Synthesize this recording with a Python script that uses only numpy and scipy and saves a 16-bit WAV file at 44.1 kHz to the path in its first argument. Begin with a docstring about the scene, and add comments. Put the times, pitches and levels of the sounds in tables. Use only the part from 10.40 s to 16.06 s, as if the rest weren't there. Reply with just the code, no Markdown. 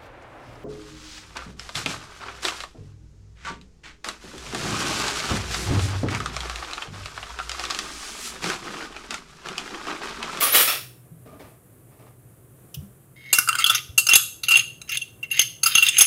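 """A steel spoon taps and scrapes inside a small glass dish. Each impact excites the normal modes of
glass and spoon, which the fingers damp quickly; stick-slip friction drives the scraping. Before this,
cutlery rattles in a drawer, the drawer is pushed shut with hollow knocks, and a hand takes the dish
off the counter. The kitchen adds a short reverberation, over a low appliance hum and microphone hiss."""
import sys
import numpy as np
from scipy import signal
from scipy.fft import rfft, irfft
from scipy.io import wavfile

SR = 44100
rng = np.random.default_rng(int(sys.argv[2]) if len(sys.argv) > 2 else 0)


def wrap_up_sound(samples):
    """Save the sound to the file named by the first command line argument, as 16-bit audio."""
    columns = np.atleast_2d(samples).T
    # keep every value between -1 and 1, then stretch to whole-number steps
    tamed = np.clip(columns, -1, 1)
    steps = np.round(tamed * 32767).astype(np.int16)
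    wavfile.write(sys.argv[1], SR, steps)


N = 249821


def from_db(db):
    """Amplitude ratio of a level; the levels in the tables are relative."""
    return 10 ** (np.asarray(db) / 20)


def unit_rms(x):
    """Normalisation to an rms of 1."""
    return x / np.sqrt(np.mean(x ** 2) + 1e-20)


def at_hz(points, hz):
    """Interpolation on a logarithmic frequency axis."""
    frequencies, values = np.transpose(points)
    return np.interp(np.log(hz + 1), np.log(frequencies), values)


def filtered(x, kind, hz, order=4):
    """Maximally flat low-, high- or band-pass filtering."""
    return signal.sosfilt(signal.butter(order, hz, kind, fs=SR, output="sos"), x)


def coloured(x, spectrum):
    """Minimum-phase filtering that preserves the power of white noise."""
    size = 2 ** 13
    log_gain = at_hz(spectrum, np.fft.rfftfreq(size, 1 / SR)) * np.log(10) / 20
    cepstrum = irfft(log_gain)
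    cepstrum[1:size // 2] *= 2
    response = irfft(np.exp(rfft(cepstrum[:size // 2], size)))
    return signal.fftconvolve(x, response / np.linalg.norm(response))[:N]


def resonator(force, hz, t60):
    """Damped harmonic oscillator: each impulse starts a decaying sine."""
    r, w = from_db(-60 / (t60 * SR)), 2 * np.pi * hz / SR
    return signal.lfilter([0, np.sin(w)], [1, -2 * r * np.cos(w), r * r], force + 1e-18)


def driven(force, modes):
    """Modal superposition: the summed response to one force, at rms 1."""
    return unit_rms(sum(from_db(db) * resonator(force, hz, t60) for hz, db, t60 in modes))


def impulses(per_s, spread_db):
    """Shot noise: independent clicks of uneven size, at rms 1."""
    sizes = from_db(spread_db * np.minimum(rng.exponential(1, N), 4)) * rng.choice([-1, 1], N)
    return unit_rms(sizes * (rng.random(N) < per_s / SR))


def flicker(corner_hz):
    """Random modulation: low-passed noise at rms 1."""
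    r = np.exp(-2 * np.pi * corner_hz / SR)
    return unit_rms(signal.lfilter([1], [1, -2 * r, r * r], rng.standard_normal(N + SR))[SR:])


def bursts(rows):
    """Superposed envelopes with exponential decay, from rows of t/s, level/dB, rise/ms, fall/ms."""
    out, ms = np.zeros(N + SR), np.arange(SR // 3) * 1000 / SR
    for s, db, rise_ms, fall_ms in rows:
        at = round(s * SR)
        out[at:at + len(ms)] += from_db(db) * (1 - np.exp(-ms / rise_ms)) ** 2 * np.exp(-ms / fall_ms)
    return out[:N]


def gain_curves(rows):
    """Gains interpolated in dB from rows of t/s and levels/dB; silent outside their span."""
    times, *levels = np.transpose(rows)
    return from_db([np.interp(np.arange(N) / SR, times, db, -150, -150) for db in levels])


# spectrum of rumble and hiss: f/Hz, spectral level/dB
NOISE_FLOOR = [(13, -62.5), (22, -50.5), (44, -12.5), (88, -23.5), (123, -5), (213, -20), (392, -17),
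               (426, -20.5), (762, -28), (829, -33), (1160, -30.5), (5300, -49.5), (9220, -32.5),
               (15200, -36), (16500, -64)]
def background():
    """Broadband noise, and an appliance hum that wavers as narrow-band noise does."""
    hum = unit_rms(resonator(rng.standard_normal(N), hz=121.8, t60=0.126))
    floor = coloured(rng.standard_normal(N), NOISE_FLOOR) * from_db(flicker(3.5))
    return from_db(-53) * floor + from_db(-53.5) * hum


# reverberation time of the kitchen: f/Hz, T60/s
REVERB_TIMES = [(250, 0.17), (1500, 0.37), (5000, 0.43), (14000, 0.41)]
def reverberation(x):
    """Diffuse field: convolution with octave bands of noise, each decaying at its own rate."""
    t, tail = np.arange(SR // 2) / SR, 0
    for low_hz in 150 * 2. ** np.arange(7):
        band = filtered(rng.standard_normal(len(t)), "band", [low_hz, 2 * low_hz], order=2)
        tail += band * from_db(-60 * t / at_hz(REVERB_TIMES, 0.88 * low_hz))
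    tail *= 1 - np.exp(-(t / 0.0009) ** 2)
    return signal.fftconvolve(x, tail / np.linalg.norm(tail))[:N]


# dull bumps through the counter: t/s, level/dB, f/Hz, T60/s
COUNTER_BUMPS = [(0.712, -43, 163, 0.27), (1.031, -48, 74.5, 0.13), (2.368, -28.5, 143.3, .14),
                 (2.376, -32.5, 85.5, 0.15), (2.421, -39, 199, 0.21), (3.49, -24, 84.2, 0.044)]
def counter():
    """Structure-borne sound: each bump is one low damped mode with a soft onset."""
    out, t = np.zeros(N), np.arange(SR // 3) / SR
    onset = 1 - np.exp(-t / 0.0085)
    for s, db, hz, t60 in COUNTER_BUMPS:
        at = round(s * SR)
        out[at:at + len(t)] += from_db(db + 7.5 - 60 * t / t60) * onset * np.sin(2 * np.pi * hz * t)
    return out


# knocks of the drawer: t/s, level/dB, rasp re knock/dB, fall/ms
DRAWER_KNOCKS = [(0.851, -44, -6.5, 135), (.92, -46.5, -18, 38), (0.991, -60.5, 17.5, 57),
                 (1.05, -61, -5, 36), (1.499, -57.5, -0.5, 120), (1.588, -52.5, -1.5, 71),
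                 (1.658, -57, 5, 25)]
# modes of the drawer: f/Hz, level/dB, T60/s
DRAWER_MODES = [(298, -1, 0.079), (448, 2, 0.06), (645, 5, 0.027), (1205, -2.5, 0.062)]
# rasp of sliding wood: f/Hz, spectral level/dB
WOOD_SPECTRUM = [(300, -10), (650, 1), (1200, -7.5), (2050, -11), (2350, -9), (2750, -15.5), (7000, -24.5)]
def drawer():
    """Forced vibration of a wooden box: contact noise gives hollow knocks and a rasp."""
    force = impulses(per_s=3000, spread_db=0.53)
    knocks = bursts([(s, db, 8, fall_ms) for s, db, _, fall_ms in DRAWER_KNOCKS])
    slides = bursts([(s, db + rasp_db, 6, fall_ms) for s, db, rasp_db, fall_ms in DRAWER_KNOCKS])
    return knocks * driven(force, DRAWER_MODES) + slides * coloured(force, WOOD_SPECTRUM)


# shifts of the cutlery heap: t/s, level/dB, treble re lower band/dB
HEAP_SHIFTS = [(.0, -18, 5.5), (0.02, -23, 3.5), (.06, -23.5, -17), (0.12, -20, -5), (0.141, -11.5, 7),
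               (.19, -17.5, 4), (0.272, -19.5, -0.5), (.315, -31, -19)]
# clatter of the heap: f/Hz, spectral level/dB
HEAP_SPECTRUM = [(130, -57), (250, -14), (500, -3), (900, -10), (1250, -2.5), (3100, -3.5), (7400, -12.5),
                 (10000, -3), (11100, -7.5), (12300, 0.5), (15600, -1)]
# single pieces ringing out: t/s, f/Hz, level/dB, T60/s
STEEL_RINGS = [(.012, 2240, -24, .08), (.015, 1195, -22, .3), (.022, 10370, -23, .4), (.12, 11765, -18, .3),
               (.125, 3903, -24, .4), (.135, 7410, -28, .45), (.14, 10400, -19, .45), (.145, 2990, -14, .2),
               (.15, 500, -25, .25), (.16, 9573, -22, .4), (.165, 9078, -26, .4), (.275, 2560, -24, .22),
               (.28, 2690, -23, .25), (.275, 1320, -23, .2), (.28, 3430, -26, .22), (.275, 5385, -26, .25),
               (.285, 11300, -28, .12)]
def cutlery():
    """Random collisions merge into noise as the heap shifts, and excite a few clear steel modes."""
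    hail = coloured(impulses(per_s=5000, spread_db=3.3), HEAP_SPECTRUM)
    split_hz, rise_ms, fall_ms = 7000, 6.3, 38.3
    lower = bursts([(s, db, rise_ms, fall_ms) for s, db, _ in HEAP_SHIFTS])
    treble = bursts([(s, db + treble_db, rise_ms, fall_ms) for s, db, treble_db in HEAP_SHIFTS])
    out = lower * unit_rms(filtered(hail, "low", split_hz))
    out += treble * unit_rms(filtered(hail, "high", split_hz))
    t = np.arange(SR // 2) / SR
    for s, hz, db, t60 in STEEL_RINGS:
        at = round(s * SR)
        jostled = unit_rms(resonator(hail[:SR], hz, t60=.045)[-len(t):])   # neighbours keep knocking it
        out[at:at + len(t)] += from_db(db - 60 * t / t60) * (1 - np.exp(-t / 0.0025)) * jostled
    return out


# impacts on the glass, first as the dish is taken up, then by the spoon:
# t/s, crack level/dB, ring level/dB, brightness/dB, spoon bowl f/Hz, contact time/ms
IMPACTS = [(2.3415, -22.5, -58, 26, 5520, 5.3), (2.9273, 1, -12, -1.5, 4100, 5.9),
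           (2.9417, -16.5, -12, -4, 5500, 20), (2.9843, 1, -8.5, -34, 4630, 3.4),
           (3.0745, -16, -26, -25, 4600, 3.2), (3.0868, -4, -15, -33, 4790, 3.6),
           (3.128, -14.5, -29, -1, 3100, 2.1), (3.1516, -12.5, -35, -15, 3040, 3.3),
           (3.1841, -10.5, -22, -10, 4805, 8.9), (3.241, -9, -21, 2.5, 3370, 3.4),
           (3.2597, -9.5, -16.5, 4, 3075, 8.7), (3.2949, -4, -18, -10, 3428, 7.6),
           (3.3457, -8.5, -17.5, -22, 3640, 5.8), (3.5767, 1, -8.5, 0, 4830, 7.1),
           (3.6664, -9.5, -13, 0.5, 4870, 4.5), (3.686, -2.5, -12, -17, 5320, 8.6),
           (3.7087, -23, -5.5, -12, 3020, 10.4), (3.7336, 3.5, -3.5, 4, 3370, 2.9),
           (3.7529, 6.5, -6.5, 4, 3650, 5.2), (4.0321, -14, -21.5, -8, 3780, 7.5),
           (4.0832, -9, -4, -11, 3000, 5.9), (4.1044, -9, -6.5, -11, 3170, 10.7),
           (4.1169, -15, -1.5, -17, 3230, 2.5), (4.1378, -23, -9.5, -35, 4580, 3.8),
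           (4.155, -33, -3.5, -13, 3220, 3.8), (4.167, -10.5, -16.5, 10, 3320, 6.5),
           (4.1928, -18, -7.5, -6, 3190, 2.6), (4.415, -26.5, -30.5, -4, 3960, 3.4),
           (4.4904, -20.5, -26, 2.5, 4810, 7), (4.518, -20, -20.5, -14, 3600, 3.7),
           (4.545, -20, -25, -12, 3330, 3.6), (4.571, -15, -17, -1, 3460, 2.9),
           (4.6152, -41, -22, -7, 3190, 6.7), (4.8281, -27, -20.5, -39, 2890, 4.3),
           (4.911, -20.5, -18.5, -2.5, 3800, 6.9), (4.966, -22, -26, -9, 3480, 4.1),
           (4.9926, -1, -2, -0.5, 3270, 2.9), (5.0137, -10.5, -27, 7.5, 4440, 4.4),
           (5.231, -6, -21, 16.5, 4700, 7), (5.2578, -1.5, -12, 3, 4845, 10.2),
           (5.3508, -2.5, -10, 3.5, 3220, 4), (5.3708, -11, -8, 3, 2900, 16.8),
           (5.3813, -12.5, -7, -12, 3400, 2.4), (5.422, -13.5, -1.5, -16, 3480, 9.3),
           (5.465, -6, -11.5, -21, 3610, 1.9), (5.4842, -11, -14.5, 4.5, 3440, 5.1),
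           (5.5822, -3, -21.5, 26.5, 3380, 7.5), (5.6061, 2, -16, 28.5, 3380, 6.8),
           (5.6163, -20, -16, 26, 3180, 3)]
# freedom of the spoon to ring; pressing chokes the handle and frees the bowl:
# t/s, handle re impact/dB, bowl re impact/dB
SPOON_GRIP = [(2.34, -50, -12), (2.93, -20.5, -48), (3.08, -2.5, -17), (3.26, -7, 5.5), (3.35, -10, -6.5),
              (3.58, -24, -39), (3.7, -12, -4), (3.75, -26, -11), (4.03, -24.5, -13), (4.109, -13, -23),
              (4.16, -40, -8.5), (4.49, -14, -12.5), (4.6, -46, -2.5), (4.829, -23.5, -29.5),
              (5.0, -32.5, -5.5), (5.26, -11, -2.5), (5.422, -16.5, -10), (5.475, -40, -3),
              (5.6, -18.5, -8.5)]
def excitations():
    """Modal excitation: strength, brightness and grip set the level of each mode group per impact."""
    s, crack_db, rim_db, bright_db, bowl_hz, contact_ms = np.transpose(IMPACTS)
    times, *freedom = np.transpose(SPOON_GRIP)
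    handle_db, bowl_db = (np.maximum(crack_db, rim_db) + np.interp(s, times, db) for db in freedom)
    wall_db, top_db = rim_db - 2 + 0.75 * bright_db, rim_db + bright_db
    return np.transpose([s, contact_ms, bowl_hz, handle_db, rim_db, bowl_db, wall_db, top_db])


# contact noise of steel on glass: f/Hz, spectral level/dB
CONTACT_SPECTRUM = [(150, -56.5), (300, -27.5), (1000, -24), (1340, -22), (2130, -12), (2700, -9),
                    (3500, -11), (5000, -7), (6600, -6), (7800, -12), (9000, -5.5), (14000, -10),
                    (16500, -22)]
def cracks():
    """A brief contact has a broad spectrum: each skid gives a burst of noise, unevenly coloured."""
    grit = impulses(per_s=9000, spread_db=2)
    edges_hz = [250, *np.geomspace(1340, 18000, 9)[1:]]
    colours_db = 4 * rng.standard_normal((len(IMPACTS), 8))
    out = np.zeros(N)
    for band, offsets_db in zip(zip(edges_hz, edges_hz[1:]), colours_db.T):
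        envelope = bursts([(s, db - 2 + offset, 0.33 * contact_ms, 1.5 * contact_ms)
                           for (s, db, *_, contact_ms), offset in zip(IMPACTS, offsets_db)])
        out += filtered(grit * envelope, "band", band, order=2)
    return coloured(out, CONTACT_SPECTRUM)


# modes of the spoon handle and of the glass (rim, wall, highest group): f/Hz, level/dB, T60/s
HANDLE_MODES = [(1231, -12, 0.3), (1336, -4.5, 0.15), (1452, 3.5, 0.032)]
RIM_MODES = [(2742, 0, .15), (2815, -3, .08), (2890, -6, .05)]
WALL_MODES = [(6300, -3, .05), (6405, -1, .07), (6530, -5, .05), (7170, -18, .05)]
TOP_MODES = [(10370, -12, .04), (10640, -6, .07), (10720, -8, .05), (12350, -16, .03), (14300, -11, .035)]
def taps():
    """Damped free vibration: the modes swell during contact, which then chokes most of the ring."""
    out, t = np.zeros(N + SR), np.arange(SR // 4) / SR
    chances = rng.random((len(IMPACTS), 3, 32))
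    wavers = [np.pad(from_db(2 * flicker(70)), (0, SR)) for _ in range(5)]   # from the rubbing contact
    for impact, draws in zip(excitations(), chances):
        s, contact_ms, bowl_hz, handle_db, rim_db, bowl_db, wall_db, top_db = impact
        at, contact_s = round(s * SR), contact_ms / 1000
        span = slice(at, at + len(t))
        swell = (1 - np.exp(-t / (0.37 * contact_s))) ** 2
        choke = 0.19 + np.exp(-(t / (2.37 * contact_s)) ** 2)
        groups = ((HANDLE_MODES, handle_db), (RIM_MODES, rim_db),
                  (WALL_MODES, wall_db), (TOP_MODES, top_db))
        modes = [(hz, db + group_db, t60) for group, group_db in groups for hz, db, t60 in group]
        # the grip sets the pitch of the spoon bowl's rough cluster anew at each touch
        modes += [(bowl_hz * ratio, bowl_db + db, .03)
                  for ratio, db in ((.94, 2), (1, 4.5), (1.05, 1), (1.36, -5.5))]
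        for k, ((hz, db, t60), phase, spot, grip) in enumerate(zip(modes, *draws)):
            hz *= 1 + .011 * (grip - .5)   # fingers shift the modes a little
            spot_db = 5 + 11.8 * (spot - 1)   # the place struck favours some modes
            envelope = from_db(db + spot_db - 60 * t / t60) * swell * choke * wavers[k % 5][span]
            out[span] += envelope * np.sin(2 * np.pi * (hz * t + phase))
    return out[:N]


# spoon dragged along the glass: t/s, duration/s, level/dB, cavity re glass/dB, bowl re glass/dB
SPOON_STROKES = [(2.76, 0.27, -47.5, 12.5, 4.5), (3.152, 0.091, -25.5, 0, -3.5),
                 (3.283, .11, -26, -10.5, 1), (3.688, 0.078, -17.5, -16, -4), (4.067, 0.15, -25, -18, -4),
                 (4.476, 0.1, -26.5, -14, -9), (4.828, 0.029, -39.5, 3, -7), (4.904, 0.13, -24, -2.5, -4),
                 (5.268, .12, -29.5, -22, 6), (5.405, 0.09, -24, -12, 3.5), (5.503, 0.15, -17, -35, -14)]
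# resonances of the rim damped by the spoon, the dish's hollow and the spoon bowl: f/Hz, level/dB, T60/s
PRESSED_RIM_MODES = [(2560, -6, .012), (2760, 0, .015), (2960, -3, .012)]
CAVITY_MODES = [(2170, 1.5, 0.071), (2090, -9, 0.12)]
BOWL_MODES = [(3180, -4, 0.03), (3703, 0, 0.013), (3980, -6.5, 0.0096), (4600, -7.5, 0.021),
              (5100, -10, 0.03)]
def scrapes():
    """Stick-slip friction drives glass, cavity and spoon; the handle buzzes on after each impact."""
    contour = (0, -18), (0.81, 0), (1, -9.5)   # swell, then lift-off: share of the stroke, level/dB
    gains = np.zeros((3, N))
    for s, duration, db, cavity_db, bowl_db in SPOON_STROKES:
        peaks_db = db + np.array([0, cavity_db, bowl_db])
        gains += gain_curves([(s + share * duration, *(peaks_db + dip)) for share, dip in contour])
    glass_gain, cavity_gain, steel_gain = gains
    slips = impulses(per_s=3000, spread_db=3.7) * from_db(3.1 * flicker(60))
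    glass = driven(slips, PRESSED_RIM_MODES)
    glass += from_db(-7.5) * driven(slips, WALL_MODES) + from_db(-18) * driven(slips, TOP_MODES)
    steel = driven(slips, BOWL_MODES) + from_db(-9) * unit_rms(coloured(slips, CONTACT_SPECTRUM))
    rubbed = glass_gain * glass + cavity_gain * driven(slips, CAVITY_MODES) + steel_gain * steel
    buzz_gain = bursts([(s, handle_db - 19.5, 5, 40) for s, _, _, handle_db, *_ in excitations()])
    buzz = buzz_gain * driven(slips, HANDLE_MODES)
    return filtered(rubbed, "high", 1700) + filtered(buzz, "high", 1000)   # small bodies radiate no bass


def scene():
    """Direct and reverberant sound add: the farther cutlery has more echo than the near dish."""
    near = taps() + cracks() + scrapes()
    far = cutlery()
    echo = reverberation(from_db(-12.5) * near + from_db(-8) * far)
    return (near + from_db(-1) * far + echo + drawer() + counter() + background())[None]


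def record(dry):
    """Soft saturation rounds the highest peaks; band limiting cuts the deep bass and the top."""
    rounded = .72 * np.tanh(dry / .72)
    steep_lowpass = signal.ellip(12, .5, 90, 15750, fs=SR, output="sos")
    return signal.sosfilt(steep_lowpass, filtered(rounded, "high", 48))


dry = scene()
out = record(dry)
wrap_up_sound(out)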